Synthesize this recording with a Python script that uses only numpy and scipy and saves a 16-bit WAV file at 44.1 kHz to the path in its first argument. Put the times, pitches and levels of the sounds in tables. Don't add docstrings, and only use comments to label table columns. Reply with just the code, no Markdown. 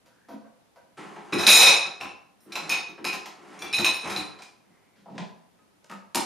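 import sys
import numpy as np
from scipy import signal
from scipy.fft import rfft, irfft
from scipy.io import wavfile
from scipy.ndimage import uniform_filter1d, minimum_filter1d

SR = 44100
rng = np.random.default_rng(int(sys.argv[2]) if len(sys.argv) > 2 else 0)


def makeup_ratio(level_db):
    decades = np.asarray(level_db, float) / 20
    return 10 ** decades


def inscribe(sig):
    pcm = np.round(np.clip(np.atleast_2d(sig).T, -1, 1) * 32767)
    wavfile.write(sys.argv[1], SR, pcm.astype(np.int16))


N = 275709

# start in seconds, strength in dB, chatter length in seconds,
# brightness in dB per octave.
PLATE_TOUCHES = [
    [(1.327, -17.5, 0.012, -10), (1.333, -29, 0.014, 0.5), (1.385, -22.5, 0.23, 2.5), (1.467, 0, 0.19, -1),
     (1.495, -9, 0.061, 2), (1.53, -9, 0.02, 4), (1.555, -7.5, 0.033, 6), (1.58, -13, 0.026, 1.5),
     (1.605, -4, 0.0094, -2), (1.63, -7, 0.015, 2), (1.665, -10, 0.015, -1.5), (1.70, -19.5, 0.017, -4.5),
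     (1.745, -30, 0.0067, -2)],
    [(2.0103, -22, 0.015, 0.5), (2.0926, -31.5, 0.0047, -5), (2.4044, -73.5, 0.046, 22),
     (2.5212, -25, 0.02, 2.5), (2.5551, -20, 0.014, 2.5)],
    [(2.6938, -24.5, 0.0035, 9), (2.7, -16.5, 0.029, -4), (2.718, -27, .015, -12), (2.735, -28, 0.01, -3.5),
     (2.886, -40, 0.0045, 0)],
    [(3.044, -31, 0.0047, 6.5), (3.05, -18, 0.0053, -0.5), (3.062, -19, 0.024, -3), (3.0944, -27, 0.01, -3),
     (3.127, -25.5, 0.0096, -9), (3.139, -32, 0.0068, -4), (3.168, -43, .008, 2), (3.261, -46, .01, 6)],
    [(3.5344, -44, 0.0043, -8), (3.5907, -38, 0.033, 3), (3.6217, -20.5, 0.0053, -3),
     (3.6611, -26.5, 0.045, -11)],
    [(3.7284, -17, 0.0094, -1.5), (3.7354, -30, 0.0039, 3), (3.7429, -19.5, 0.016, 3),
     (3.7883, -23.5, 0.017, 5.5), (3.8457, -9, 0.018, -0.5), (3.875, -31, 0.01, -11),
     (3.9429, -26, 0.0068, 2), (3.9948, -34.5, 0.0092, 2)],
    [(4.0751, -37, 0.0093, 5.5), (4.1011, -30.5, 0.027, 5), (4.1629, -25.5, 0.019, 2.5),
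     (4.2, -33, 0.0091, -4), (4.3914, -55, 0.0042, 5), (4.4209, -48, 0.004, 6)],
]
CHATTER_DB = [-4.5, -5, 7, 2.5, -5, 1, 0.5]
RING_T60_S = [.055, 0.046, 0.056, 0.027, 0.049, 0.064, 0.062]
# frequency in Hz, level in dB.
DINNER_PLATES = [(1927, -53), (2300, -36), (2509, -25.5), (3724, -29), (3862, -34), (3962, -25),
                 (5157, -31.5), (5243, -32.5), (5922, -34), (6239, -45), (6804, -34.5), (7197, -36),
                 (8236, -41.5), (8613, -49.5)]
BOWLS = [(2245, -58.5), (2460, -50.5), (2579, -54.5), (2686, -51), (2859, -62.5), (3671, -57.5),
         (4037, -44.5), (5254, -63.5), (5405, -56.5), (5529, -67.5), (5900, -65), (7262, -64)]
SINGLE_PLATE = [(2326, -57.5), (2498, -38.5), (3386, -59), (3718, -37.5), (4008, -47), (4435, -48.5),
                (5023, -63), (5255, -51), (5356, -50), (6191, -53), (6406, -65), (6568, -56), (6826, -53.5)]
SIDE_PLATES = [(2051, -64), (2293, -56), (2492, -43), (2762, -49.5), (3499, -66), (3784, -49), (3935, -49),
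               (4032, -53), (4500, -57), (5265, -40.5), (5486, -65.5), (6315, -70), (6595, -53),
               (7187, -52)]
SAUCERS = [(2380, -54), (2681, -51.5), (3295, -64.5), (3467, -59), (3650, -66), (4032, -54), (4474, -66),
           (5335, -69), (5599, -57), (5776, -66), (6239, -64), (6632, -65), (6869, -66)]
PLATE_ROW = [(2304, -61), (2470, -32), (2507, -34), (2573, -38), (2939, -57.5), (3693, -44), (3790, -39.5),
             (3908, -51.5), (4000, -37.5), (5367, -42), (6293, -46.5), (6551, -59), (6869, -48),
             (7235, -50)]
LAST_PLATES = [(2040, -60.5), (2430, -34.5), (2560, -35), (3130, -49), (3800, -38), (4020, -42.5),
               (4780, -67.5), (4990, -60.5), (5330, -39), (5820, -57.5), (6250, -49), (6840, -56.5),
               (7260, -55)]
# frequency in Hz, level in dB.
CUTLERY = [(8328, -8), (8935, 2), (9640, 0.5), (9981, -7.5), (11020, -8.5), (11250, -1.5), (11510, -24),
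           (12096, -13.5), (12280, -12.5), (12700, -20), (13367, -20.5), (13760, -15.5), (14800, -20),
           (15374, -16.5)]
CUTLERY_DB = [-45, -75, -65, -63.5, -71.5, -56, -58.5]
CUTLERY_T60_S = 0.14

# time in seconds, rattle in dB.
RAIL_PUSHES = [
    [(.968, -39), (1.02, -44), (1.14, -48.5), (1.2, -52), (1.33, -47)],
    [(2.4, -76), (2.52, -49.5), (2.66, -41.5), (2.7, -40)],
    [(3.25, -54), (3.32, -57.5), (3.52, -46.5), (3.75, -47)],
    [(4.0, -53), (4.06, -31), (4.21, -43.5), (4.45, -66), (4.52, -83.5), (4.77, -67), (5.05, -83.5)],
]
RUMBLE_DB, RUMBLE_FOLLOWS = -53, 1
# start in seconds, panel-moving weight in dB, cracking edge in dB,
# length in seconds, loose parts in dB.
STEP_JOLTS = [
    (0.059, -101, -44, 0.028, 3),
    (0.285, -48.5, -40.5, 0.053, 2),
    (0.336, -36, -58, 0.0082, -6),
    (0.379, -54, -69, .013, -3),
    (0.442, -72, -74, 0.025, 22.5),
    (0.758, -83.5, -49, 0.037, 11.5),
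]
RACK_JOLTS = [(0.973, -51, -51, 0.031, 6.5), (1.161, -47, -53.5, 0.03, 8), (1.323, -18.5, -25.5, 0.039, -4),
              (1.385, -41, -19.5, 0.085, 6.5), (1.468, -27, -1.5, 0.04, -2), (1.498, -28, 5, 0.027, 0.5),
              (1.531, -22.5, 3, 0.031, -1.5), (1.562, -30, 3, 0.038, 6.5), (1.591, -31.5, -6, 0.022, 5.5),
              (1.625, -28, -0.5, 0.028, 1.5), (1.66, -32, -12, 0.026, 2), (1.719, -41.5, -19, 0.013, 0),
              (1.85, -41, -49, 0.047, 6), (2.003, -38, -31, 0.059, 1), (2.46, -45, -104, 0.034, -2),
              (2.521, -60, -24, 0.018, -2), (2.554, -46.5, -19.5, 0.025, 5.5),
              (2.697, -41, -20, 0.076, 1.5), (2.884, -39.5, -65, 0.031, -2.5),
              (2.978, -38.5, -53, 0.024, 2), (3.005, -34.5, -69, 0.021, -8),
              (3.043, -34.5, -21.5, 0.042, -1.5), (3.129, -35.5, -20, 0.028, -0.5),
              (3.257, -51, -24.5, 0.017, 2), (3.539, -61, -45, 0.0082, 0), (3.617, -46, -31, 0.038, 2.5),
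              (3.731, -68, -28, 0.18, 12), (3.785, -26.5, -20.5, 0.033, -4), (3.845, -39, -18.5, 0.042, 4),
              (4.045, -51, -30, 0.0083, 6), (4.098, -45, -19.5, 0.024, -7), (4.162, -36, -22.5, 0.023, -3),
              (4.388, -56.5, -38, 0.026, 5.5), (4.42, -90, -30.5, 0.021, -1)]
DOOR_JOLTS = [
    (4.701, -54, -85.5, 0.015, -6.5),
    (4.959, -55, -47, 0.069, -16.5),
    (5.058, -48.5, -53, 0.027, 16),
    (5.078, -50, -60.5, 0.014, 19.5),
    (5.098, -39.5, -46.5, 0.11, -10),
    (5.15, -35.5, -42.5, 0.03, -2.5),
    (5.179, -39, -18.5, 0.015, 5),
    (5.2, -33, -35.5, 0.0075, 3),
    (5.218, -34.5, -30.5, 0.011, 3.5),
]
FINGER_JOLTS = [
    (5.588, -70, -55.5, 0.02, 4),
    (5.766, -78.5, -54, .012, -3.5),
    (5.843, -60.5, -35, 0.0082, 3),
    (5.896, -43.5, -30.5, 0.014, 3),
    (5.912, -42, -30, 0.023, 1),
]
LID_JOLTS = [
    (6.147, -24.5, -2, 0.0065, 1),
    (6.155, -24, 1.5, 0.0073, -2),
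    (6.169, -20, -19.5, .008, 7.5),
    (6.186, -31, -19.5, 0.006, 7),
    (6.203, -34, -17, 0.0065, 6),
]
# share of weight 0-1 driving the wires, offset in dB.
WIRE_MIX = [(.35, -6), (.6, 0.5), (.6, -4.5), (.6, 1.5), (.6, -6.04)]
# frequency in Hz, width in Hz, level in dB.
PANELS = [
    [(152, 30, -34), (217, 10.4, 11), (283, 43, 7)],
    [(162.8, 11, -5.5), (211, 26, 1), (297.8, 11, 1.5), (348.6, 16, 2.5), (421, 12, -2.5)],
    [(152, 13, -7.5), (185.3, 32, 7.5), (228.3, 15.6, 2), (414, 16, -23.5)],
    [(150.3, 22, -30.5), (197, 13, 11.5), (340, 26, -8.5)],
    [(221.8, 18.8, 1.5), (379, 24.6, 3)],
]
# frequency in Hz, width in Hz, level in dB.
WIRES = [
    [(520, 41, 18), (590, 51, 11.5), (667, 42, 18.5), (851.4, 41, 2.5), (957, 36, 12.5), (1555, 48, 12),
     (2610, 45, -2)],
    [(538, 30, -11.5), (752.5, 78, 7.5), (920, 350, -1.5), (1032.5, 70, 8.5), (1324, 29, -3)],
    [(532, 42, -8), (610, 32.5, 8.5), (760, 210, 0), (873, 34, 4.5), (991, 23, 6.5)],
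    [(616, 23.7, -3), (737, 61, 2.5), (899, 93, -2.5), (1020, 21.2, 4.5), (1258, 17, 11)],
    [(650, 40, 2.5), (765, 50, 13), (930, 50, 10), (1010, 40, 6.5), (1250, 52.4, -0.5)],
]
WIRES_TOP_HZ = [1960, 2378, 1080, 2230, 2160]
HARDNESS = [1.075, 1.23, 1.24, 1.12, 1.02]
# frequency in Hz, density in dB per Hz.
WIRE_CRACK = [(900, -31), (1600, -13.5), (3000, -17), (5000, -13), (7500, -12), (10000, -9), (13000, -18),
              (15500, -26.5)]
# frequency in Hz, density in dB per Hz.
CATCH_SNAP = [(880, -44.5), (1500, -27.5), (2070, -17), (2420, -6.5), (3570, -5), (6000, -0.5), (8500, 9),
              (11000, 1), (15400, -18)]

# start in seconds, level in dB, length in seconds.
WHEEL_DROPS = [
    (1.36, -42, 0.034),
    (1.482, -34, 0.051),
    (2.015, -57, .04),
    (3.63, -56.5, 0.03),
    (3.77, -37.5, 0.044),
    (4.042, -46.5, 0.06),
    (4.157, -47.5, 0.043),
]
# frequency in Hz, width in Hz, level in dB.
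TUB_MODES = [(73, 17, 1), (100, 25, 8.5), (161, 14, -4)]
# start in seconds, length in seconds, first Hz, last Hz, level in dB.
SOLE_SCUFFS = [
    (0.049, 0.27, 1280, 1830, -68),
    (4.62, 0.41, 1940, 2210, -71.5),
]
SCUFF_WIDTH_HZ = 180

# frequency in Hz, t60 in seconds.
KITCHEN_T60 = [(100, 0.6), (250, 0.41), (700, 0.66), (2000, 0.44), (5000, 0.44), (10000, 0.31),
               (15000, 0.16)]
# frequency in Hz, left-right likeness -1 to 1.
ECHO_LIKENESS = [(60, -.8), (200, -0.1), (600, 0.3), (1200, 0.1), (2200, .82), (4000, 0.77), (7000, 0.8),
                 (12000, -0.2)]
# frequency in Hz, level in dB.
HUSH = [(18, -39), (30, -17.5), (203, 2.5), (471, -5.5), (981, -7), (1090, -10), (5830, -20.5),
        (7990, -22.5), (9860, -21), (14600, -30), (15800, -48.5)]
HUSH_DB = -68
# frequency in Hz, level in dB.
TREBLE_FLOOR = [(6500, -70), (7800, -52), (11000, -46), (13000, -42), (15500, -40)]


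def at_hz(points, hz):
    table = np.array(points)
    return np.interp(np.log(np.maximum(hz, 1)), np.log(table[:, 0]), table[:, 1])


def rms_one(x):
    return x / np.sqrt(np.mean(x ** 2) + 1e-20)


def coloured(x, spectrum):
    return irfft(rfft(x) * makeup_ratio(at_hz(spectrum, np.fft.rfftfreq(N, 1 / SR))), N)


def butter(x, order, hz, kind):
    return signal.sosfilt(signal.butter(order, hz, kind, fs=SR, output="sos"), x)


def burst(start_s, length_s, rise_s=0.00067):
    start = round(start_s * SR)
    t = np.arange(min(N - start, SR // 2)) / SR
    return start, np.exp(-(t / np.clip(length_s, .002, .2)) ** 2) * np.minimum(t / rise_s, 1)


def ring(clicks, hz, t60_s):
    r = makeup_ratio(-60 / (t60_s * SR))
    w = 2 * np.pi * hz / SR
    return signal.lfilter([0, np.sin(w)], [1, -2 * r * np.cos(w), r * r], clicks + 1e-18)


def resonances(x, peaks, low_hz, high_hz, between_db):
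    out = makeup_ratio(between_db) * x
    for k, (hz, width_hz, level_db) in enumerate(peaks):
        r = np.exp(-np.pi * max(width_hz, 5) / SR)
        zeros = [(1 - r * r) / 2, 0, (r * r - 1) / 2]
        poles = [1, -2 * r * np.cos(2 * np.pi * hz / SR), r * r]
        out = out + (-1) ** k * makeup_ratio(level_db) * signal.lfilter(zeros, poles, x + 1e-18)
    return butter(out, 3, [low_hz, high_hz], "band")


def grit(per_s, spread_db):
    sizes = makeup_ratio(spread_db * np.minimum(rng.exponential(1, N), 4)) * rng.choice([-1, 1], N)
    return rms_one(sizes * (rng.random(N) < per_s / SR))


def plates(touches, tones, chatter_db, t60_low_s, damping=0.3, first_spread_db=8.0):
    first, chatter, bright = np.zeros((3, N))
    for start_s, peak_db, length_s, tilt_db in touches:
        start, shape = burst(start_s, length_s)
        first[start] = makeup_ratio(peak_db)
        chatter[start:start + len(shape)] += makeup_ratio(peak_db + chatter_db) * shape
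        bright[start:] = tilt_db
    heard = slice(round(touches[0][0] * SR) - 1, round(touches[-1][0] * SR) + SR)
    first, chatter, bright = first[heard], chatter[heard], bright[heard]
    rebounds = np.flatnonzero(rng.random(N)[heard] < 500 / SR)
    at = np.flatnonzero(first)
    top_db = max(db for hz, db in tones)
    out = np.zeros(N)
    for hz, level_db in tones:
        clicks = np.zeros(len(first))
        octaves = np.log2(hz / 2500)
        luck = rng.standard_normal(2000)
        rebound_gain = makeup_ratio(bright[rebounds] * octaves)
        clicks[rebounds] = chatter[rebounds] * luck[:len(rebounds)] * rebound_gain
        first_gain = makeup_ratio(first_spread_db * luck[-len(at):] + bright[at] * octaves)
        clicks[at] = first[at] * np.sign(luck[-40:][:len(at)]) * first_gain
        is_china = hz < CUTLERY[0][0]
        t60_s = t60_low_s * (hz / 2500) ** -damping if is_china else CUTLERY_T60_S
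        twin_hz = hz * (1 + 0.007 * luck[1001])
        twin = makeup_ratio(-8.0) * ring(clicks * np.sign(luck[1000]), twin_hz, t60_s)
        out[heard] += makeup_ratio(level_db - top_db - 12.0) * (ring(clicks, hz, t60_s) + twin)
    return out


def all_crockery():
    stacks = [DINNER_PLATES, BOWLS, SINGLE_PLATE, SIDE_PLATES, SAUCERS, PLATE_ROW, LAST_PLATES]
    groups = zip(PLATE_TOUCHES, stacks, CUTLERY_DB, CHATTER_DB, RING_T60_S)
    out = np.zeros(N)
    for touches, china, basket_db, chatter_db, t60_s in groups:
        basket = [(hz, db + basket_db) for hz, db in CUTLERY]
        out += plates(touches, china + basket, chatter_db, t60_s)
    return out


def shaken(jolts, mix, pushes, panel_modes, wire_modes, top_hz, hardness, edge, coarse, medium):
    boom, body, crack, sparkle = np.zeros((4, N))
    weight_share, offset_db = mix
    for start_s, weight_db, edge_db, length_s, loose_db in jolts:
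        start, shape = burst(start_s, length_s)
        span = slice(start, start + len(shape))
        body_db = weight_share * weight_db + (1 - weight_share) * edge_db + offset_db + loose_db
        boom[span] += makeup_ratio(weight_db) * shape
        body[span] += makeup_ratio(body_db) * shape
        crack[span] += makeup_ratio(edge_db) * shape
        soft_start = np.minimum(np.arange(len(shape)) / (.004 * SR), 1)
        sparkle[span] += makeup_ratio(hardness * edge_db - 2.0) * shape ** 1.1 * soft_start
    t = np.arange(N) / SR
    for rows in pushes:
        s, level_db = np.transpose(rows)
        moving = np.clip(np.minimum(t - s[0], s[-1] - t) / 0.0099, 0, 1)
        rattle_db = np.interp(t, s, level_db)
        boom += moving * makeup_ratio(RUMBLE_DB + RUMBLE_FOLLOWS * (rattle_db + 53.0))
        body += moving * makeup_ratio(rattle_db + 1.0)
        crack += moving * makeup_ratio(rattle_db - 1.5)
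    panels = resonances(boom * coarse, panel_modes, 120, 480, between_db=-13.0)
    wires = resonances(body * medium, wire_modes, 390, top_hz, between_db=-5.0)
    dull, bright = edge
    return makeup_ratio(21.5) * panels + makeup_ratio(11.5) * wires + makeup_ratio(-6.5) * (crack * dull + sparkle * bright)


def tub(coarse):
    push = np.zeros(N)
    for start_s, level_db, length_s in WHEEL_DROPS:
        start, shape = burst(start_s, length_s, rise_s=0.0075)
        push[start:start + len(shape)] += makeup_ratio(level_db) * shape
    return makeup_ratio(23.5) * resonances(push * coarse, TUB_MODES, 39, 201.9, between_db=-9.5)


def split(x, edge_hz=6500):
    return [butter(x, 2, edge_hz, kind) for kind in ("low", "high")]


def rack():
    coarse, medium, fine = grit(2500, 4), grit(3500, 3), grit(8000, 3)
    wire = split(rms_one(coloured(fine, WIRE_CRACK)))
    catch = split(rms_one(coloured(fine, CATCH_SNAP)))
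    padded = signal.lfilter(*signal.butter(2, 3500, fs=SR), wire[0])
    jolts = [STEP_JOLTS, RACK_JOLTS, DOOR_JOLTS, FINGER_JOLTS, LID_JOLTS]
    pushes = [[], RAIL_PUSHES, [], [], []]
    edges = [wire, wire, [padded, 0 * padded], catch, catch]
    parts = zip(jolts, WIRE_MIX, pushes, PANELS, WIRES, WIRES_TOP_HZ, HARDNESS, edges)
    return sum(shaken(*part, coarse, medium) for part in parts) + tub(coarse)


def scuffs():
    out = np.zeros(N)
    for start_s, length_s, first_hz, last_hz, level_db in SOLE_SCUFFS:
        along = np.linspace(0, 1, round(length_s * SR))
        noise = rng.standard_normal(SR // 2)
        rub = rms_one(signal.lfilter(*signal.butter(2, SCUFF_WIDTH_HZ, fs=SR), noise))[:len(along)]
        tone = np.sin(2 * np.pi * np.cumsum(first_hz + (last_hz - first_hz) * along) / SR)
        pressure = np.sin(np.pi * along) ** .5
        out[round(start_s * SR):][:len(along)] += makeup_ratio(level_db) * rub * tone * pressure
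    return out


def kitchen(open_air, low_down, shade_db, wet_db=3, gap_s=0.003, rise_s=0.011):
    t = np.arange(SR) / SR
    edges_hz = 60 * 2 ** np.arange(0, 8.6, .5)
    white, echo = rng.standard_normal((2, 2, SR)), 0
    for k, (low_hz, high_hz) in enumerate(zip(edges_hz, edges_hz[1:])):
        mid, side = butter(white[k % 2], 2, [low_hz, high_hz], "band")
        hz = np.sqrt(low_hz * high_hz)
        alike = np.clip(at_hz(ECHO_LIKENESS, hz), -1, 1)
        t60_s = at_hz(KITCHEN_T60, hz)
        fade = makeup_ratio(-60 * t / t60_s) / np.sqrt(t60_s * SR / np.log(1e6))
        echo = echo + fade * (np.sqrt(1 + alike) * mid + np.sqrt(1 - alike) * side * [[1], [-1]])
    echo = echo * np.clip((t - gap_s) / rise_s, 0, 1)
    direct = open_air + makeup_ratio(shade_db) * low_down
    both = open_air + low_down
    return direct + makeup_ratio(wet_db - 3) * signal.fftconvolve(both[None], echo, axes=1)[:, :N]


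def hush():
    mid, side = [rms_one(coloured(w, HUSH)) for w in rng.standard_normal((2, N))]
    return makeup_ratio(HUSH_DB) * (mid + makeup_ratio(-0.5) * side * [[1], [-1]])


def scene():
    crockery = all_crockery()
    room = kitchen(makeup_ratio(-2.5) * crockery, makeup_ratio(-7.5) * rack(), shade_db=0.5) + scuffs()
    return butter(room, 2, 100, "high") + hush()


def masking(x, onset_db=8, beside_db=-14.5):
    hz, _, z = signal.stft(x, SR, nperseg=1024)
    power = np.sum(np.abs(z) ** 2, axis=0)
    power = uniform_filter1d(uniform_filter1d(power, size=3, axis=0), size=3, axis=1)
    ring_power = power[hz > 2000].max(axis=0)
    nearby = -minimum_filter1d(-power, size=31, axis=0)
    under_ring = power < ring_power * makeup_ratio(2 * at_hz(TREBLE_FLOOR, hz))[:, None]
    beside_tone = power < nearby * makeup_ratio(2 * beside_db)
    treble = power[hz > 7000].sum(axis=0) + 1e-20
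    attack = treble > np.roll(treble, 2) * makeup_ratio(2 * onset_db)
    lost = (under_ring | beside_tone) & ~attack & (hz > 7500)[:, None]
    return signal.istft(z * ~lost, SR, nperseg=1024)[1][:, :N]


def top_cut(x):
    return signal.sosfilt(signal.butter(12, 16460, fs=SR, output="sos"), x)


def record(dry):
    x = 0.8 * dry + 0.39 * signal.lfilter(*signal.iirnotch(7780, 35, fs=SR), dry)
    level_db = 20 * np.log10(np.abs(x).max(axis=0) + 1e-9)
    slope_db = 200 * np.arange(N) / SR
    held_db = np.maximum.accumulate(level_db + slope_db) - slope_db
    over_db = np.maximum(held_db + 1.5, 0)
    cut_db = uniform_filter1d(over_db, size=88, origin=-43)
    x = .85 * np.tanh(x * makeup_ratio(-cut_db) / .85)
    x = signal.sosfilt(signal.cheby2(14, 60, 15800, fs=SR, output="sos"), x)
    mix = masking(x)
    return top_cut(mix)


dry = scene()
out = record(dry)
inscribe(out)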